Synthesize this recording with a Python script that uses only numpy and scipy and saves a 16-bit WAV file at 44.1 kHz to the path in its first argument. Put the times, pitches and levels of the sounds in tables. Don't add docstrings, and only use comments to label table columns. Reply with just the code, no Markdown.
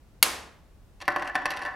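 import sys
import numpy as np
from scipy import signal
from scipy.fft import rfft, irfft, next_fast_len
from scipy.io import wavfile
from scipy.ndimage import uniform_filter1d

SR = 44100
rng = np.random.default_rng(int(sys.argv[2]) if len(sys.argv) > 2 else 0)


def wrap_up_sound(samples):
    columns = np.atleast_2d(samples).T
    tamed = np.clip(columns, -1, 1)
    steps = np.round(tamed * 32767).astype(np.int16)
    wavfile.write(sys.argv[1], SR, steps)


def boost(x):
    u = np.asarray(x, float) / 20
    return 10 ** u


N = 77175

# f/Hz, level/dB per Hz
AIR_COLOUR = [(15, -17), (30, 0), (55, -0.5), (140, -10), (280, -17.5), (600, -23), (2500, -34.5),
              (12000, -43.5), (16500, -47)]
# f/Hz, likeness (0 to 1)
AIR_LIKENESS = [(60, 0.74), (240, 0.78), (950, 0.72), (3770, 0.21), (15000, 0.53)]
# f/Hz, level/dB per Hz
CRACK_COLOUR = [(100, -48.5), (250, -19), (700, -8), (1500, -12), (4670, -2.5), (5910, -12.5),
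                (10400, -5.5), (13400, -6), (16000, -23.5)]
# f/Hz, level/dB, time to fall 60 dB/s
CRACK_MODES = [(683, -14.5, 0.011), (1430, -8, 0.031), (2170, -2, 0.026), (2800, -4, 0.033),
               (3213, -6.5, 0.017), (3930, -11, 0.013), (4584, -2, .02), (6610, -4.5, 0.024),
               (8330, -1, 0.0094), (9270, -12, .018), (10050, 0, 0.024), (11000, -0.5, 0.018),
               (11750, -8.5, 0.018), (13070, -5.5, 0.016)]
# f/Hz, level/dB per Hz
CRACK_AT_WALLS = [(100, -38.5), (200, -3.5), (340, -4), (1000, 2), (1500, 1), (4000, -3), (10800, -6.5),
                  (14000, -15), (16200, -27)]
# f/Hz, level/dB, time to fall 60 dB/s
FRAME_HUMS = [(338, -4, .35), (770, -5, .3), (1052, 0, .32), (1445, -8, .2)]
# f/Hz, time to fall 60 dB/s
ROOM_DECAY = [(200, 0.81), (1000, .62), (3000, .52), (6000, 0.45), (9000, 0.39), (14000, 0.34)]
# f/Hz, level/dB, time to fall 60 dB/s
FRAME_MODES = [(305, -21, 0.11), (347.5, -22, 0.22), (613, -23.5, 0.054), (595.4, -15.5, 0.104),
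               (793.5, -2, 0.028), (860, -2.5, 0.019), (1002.3, 2.5, 0.029), (1095.4, -5.5, 0.044),
               (1276, -8.5, .03), (1516, -5, 0.043), (1760, 1, 0.042), (1906, -2, 0.026), (2206, -17, .02),
               (2624, -7.5, 0.015)]
# f/Hz, level/dB per Hz
RATTLE_COLOUR = [(200, -29), (450, -1), (900, 0.5), (1800, 0), (2600, -26), (5000, -21.5), (7000, -52)]
# f/Hz, level/dB per Hz
TICK_COLOUR = [(600, -36), (2000, 10.5), (5000, 1), (7000, -8.5), (11000, -9), (13000, -20), (16000, -31.5)]
# t/s, level/dB
HAND_STRAIN = [(1.001, -77), (1.011, -45), (1.05, -64), (1.075, -113), (1.088, -47), (1.298, -40),
               (1.34, -82), (1.371, -40.5), (1.45, -48), (1.519, -43.5), (1.66, -45.5), (1.75, -49)]
# f/Hz, level/dB, time to fall 60 dB/s
TEETH_MODES = [(2714, -7, 0.029), (4500, -8.5, 0.021), (5700, -10.5, 0.018), (7870, -21, 0.0067),
               (11600, -21, 0.0079)]
# t/s, knock level/dB, tick level/dB, pitch of that tooth f/Hz
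SLIP_EVENTS = [(1.003, -50, -41.5, 2800), (1.013, -51, -34, 3080), (1.018, -46, -34, 6500),
               (1.023, -42, -39, 4500), (1.0542, -74, -43, 2670), (1.079, -14, -23, 11600),
               (1.1032, -39.5, -39, 11000), (1.1195, -38, -41, 11800), (1.1615, -18, -29, 11450),
               (1.183, -53, -46, 10300), (1.196, -32, -40.5, 8800), (1.2225, -25, -32.5, 4330),
               (1.245, -53, -42, 5700), (1.2747, -48, -31, 5700), (1.3466, -34, -44, 9300),
               (1.3536, -16.5, -22, 10700), (1.4559, -18.5, -20.5, 9480), (1.505, -30, -24.5, 11400),
               (1.517, -28.5, -29, 11230), (1.537, -44, -39, 10400), (1.5649, -38.5, -35.5, 9000),
               (1.571, -31.5, -30.5, 9740), (1.592, -32.5, -41, 10800), (1.6168, -31.5, -40.5, 10600),
               (1.622, -37.5, -34.5, 9800), (1.634, -54.5, -40, 9900), (1.651, -27, -35.5, 10400),
               (1.6607, -30, -37, 11600), (1.668, -35.5, -45.5, 9900), (1.679, -28.5, -46, 10250)]


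def along(points, hz):
    f, value = np.transpose(points)
    return np.interp(np.log(hz + 1), np.log(f + 1), value)


def filtered(x, response):
    m = next_fast_len(x.shape[-1] + 8192)
    spectrum = rfft(x, m) * response(np.fft.rfftfreq(m, 1 / SR))
    return irfft(spectrum, m)[..., :x.shape[-1]]


def coloured(count, colour):
    noise = filtered(rng.standard_normal(count), lambda hz: boost(along(colour, hz)))
    return noise / np.sqrt(np.mean(noise ** 2) + 1e-20)


def short_time():
    return np.arange(SR // 5) / SR


def ring(modes, scatter_db, phases=0, shift=1):
    t = short_time()[:, None]
    hz, db, t60 = np.transpose(modes)
    loudness = boost(db + scatter_db - 60 * t / t60)
    return (loudness * np.sin(2 * np.pi * hz * shift * t + phases)).sum(1)


def air():
    level_db = -55

    def split(hz):
        angle = np.arccos(np.clip(along(AIR_LIKENESS, hz), 0, 1)) / 2
        return boost(along(AIR_COLOUR, hz)) * (hz > 15) * [np.cos(angle), np.sin(angle)]

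    mid, side = filtered(rng.standard_normal((2, N)), split)
    return boost(level_db) * np.array([mid + side, mid - side]) / np.std(mid)


def snap():
    start_s, rise_s = .2267, 0.00038
    noise_db, noise_t60, modes_db, walls_db = -5, 0.034, -9.5, 12.5
    boom_hz, boom_db, boom_t60 = 70, -46.5, 1.26
    hums_db, hums_swell_s = -29, 0.032
    t, start = short_time(), round(start_s * SR)

    rise = 1 - np.exp(-t / rise_s)
    noise = boost(noise_db - 60 * t / noise_t60) * coloured(len(t), CRACK_COLOUR)
    tones = boost(modes_db) * ring(CRACK_MODES, 0, rng.uniform(0, 2 * np.pi, len(CRACK_MODES)))
    near = np.zeros(N)
    near[start:][:len(t)] = (noise + tones) * rise

    far = np.zeros(N)
    far[start + 256] = boost(walls_db)
    far = filtered(far, lambda hz: boost(along(CRACK_AT_WALLS, hz)))

    since = np.maximum(np.arange(N) / SR - start_s, 0)
    boom = boost(boom_db - 60 * since / boom_t60) * np.sin(2 * np.pi * boom_hz * since)
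    boom = boom * (1 - np.exp(-since / 0.02))
    hums = sum(boost(db - 60 * since / t60) * np.sin(2 * np.pi * hz * since) for hz, db, t60 in FRAME_HUMS)
    swell = 1 - np.exp(-(since / hums_swell_s) ** 2)
    return near + boom + boost(hums_db) * hums * swell, far


def room(x):
    bend = 1.058
    likeness = 0.76
    hz, t, z = signal.stft(rng.standard_normal((2, SR)), SR, nperseg=256)
    fade = boost(-60 * (t / along(ROOM_DECAY, hz)[:, None]) ** bend)
    a, b = signal.istft(z * fade, SR, nperseg=256)[1]
    angle = np.arccos(likeness) / 2
    mid, side = np.cos(angle) * a, np.sin(angle) * b
    tail = np.array([mid + side, mid - side]) / np.linalg.norm(a)
    delayed = np.pad(x, (130, 0))[None]
    return signal.fftconvolve(delayed, tail, axes=1)[:, :N]


def knock(spread_db):
    pitch_scatter, rise_s, low_cut_hz = .007, .0007, 190
    rattle_db, rattle_t60 = -7, .03
    t = short_time()
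    level_draw, pitch_draw = rng.standard_normal((2, len(FRAME_MODES)))
    frame = ring(FRAME_MODES, spread_db * level_draw, 0, 1 + pitch_scatter * pitch_draw)
    rattle = boost(rattle_db - 60 * t / rattle_t60) * coloured(len(t), RATTLE_COLOUR)
    low_cut = signal.butter(2, low_cut_hz, "high", fs=SR, output="sos")
    return signal.sosfilt(low_cut, (frame + rattle) * (1 - np.exp(-t / rise_s)))


def grind():
    places, slips_per_s = 8, 490
    size_spread_db, knock_spread_db = 1.5, 3
    tick_db, tick_t60 = -8, 0.0036
    s, db = np.transpose(HAND_STRAIN)
    strain_db = np.interp(np.arange(N) / SR, s, db, left=-120)
    t, x = short_time(), np.zeros(N)
    for _ in range(places):
        size = boost(strain_db + size_spread_db * rng.exponential(size=N))
        happens = rng.random(N) < slips_per_s / places / SR
        pulses = size * happens * np.sign(rng.standard_normal(N))
        tick = boost(tick_db - 60 * t / tick_t60) * coloured(len(t), TICK_COLOUR)
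        x += signal.fftconvolve(pulses, knock(knock_spread_db) + tick)[:N]
    return x


def tooth_tick(tooth_hz):
    pitch_scatter, rise_s = 0.022, 0.00055
    tooth_db, tooth_t60 = -2.5, 0.0051
    hiss_db, hiss_t60 = -2, 0.025
    t = short_time()
    hiss = coloured(len(t), TICK_COLOUR) * boost(hiss_db - 60 * t / hiss_t60)
    level_draw, phase_draw, pitch_draw = rng.standard_normal((3, len(TEETH_MODES)))
    teeth = ring(TEETH_MODES, 2 * level_draw, 9 * phase_draw, 1 + pitch_scatter * pitch_draw)
    tooth = ring([(tooth_hz, tooth_db, tooth_t60)], 0)
    return (teeth + tooth + hiss) * (1 - np.exp(-t / rise_s))


def slips():
    thud_hz, thud_db = 162, -19
    rebound_s, rebound_knock_db, rebound_tick_db = .0066, -2.5, -10
    t, x = short_time(), np.zeros(N + SR)
    thud = boost(thud_db) * np.sin(2 * np.pi * thud_hz * t) * np.exp(-1.5 * thud_hz * t)
    hits = ((0, 0, 0), (rebound_s, rebound_knock_db, rebound_tick_db))
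    for s, knock_db, tick_db, tooth_hz in SLIP_EVENTS:
        for late_s, knock_change_db, tick_change_db in hits:
            body = boost(knock_db + knock_change_db - 1) * (knock(1.14) + thud)
            tick = boost(tick_db + tick_change_db) * tooth_tick(tooth_hz)
            x[round((s + late_s) * SR):][:len(t)] += body + tick
    return x[:N]


def beside_microphone(x):
    lag_s = .000006
    balance = boost([[.2], [-.2]])
    sides = np.array([[-1], [1]])
    return filtered(x, lambda hz: balance * np.exp(1j * np.pi * hz * lag_s * sides))


def scene():
    gears_room_db, wall_dull_hz = -7, 6500
    hum = air()
    crack, crack_far = snap()
    gears = grind() + slips()
    dull = filtered(gears, lambda hz: 1 / (1 + (hz / wall_dull_hz) ** 4))
    echoes = room(crack_far) + boost(gears_room_db) * room(dull)
    return beside_microphone(crack + gears) + echoes + hum


def roll_off(x):
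    return signal.sosfilt(signal.butter(12, 16830, fs=SR, output="sos"), x)


def record(dry):
    duck_above_db, duck_share, release_s = -33.5, .15, 0.14
    ceiling, top_hz = .9, 16300
    power = np.abs(uniform_filter1d((dry ** 2).mean(0), 256))
    over_db = np.maximum(10 * np.log10(power + 1e-12) - duck_above_db, 0)
    k = np.exp(-1 / (release_s * SR))
    x = dry * boost(-duck_share * signal.lfilter([1 - k], [1, -k], over_db))
    x = x / (1 + np.abs(x / ceiling) ** 6) ** (1 / 6)
    mix = filtered(x, lambda hz: 1 / (1 + (hz / top_hz) ** 60))
    return roll_off(mix)


dry = scene()
out = record(dry)
wrap_up_sound(out)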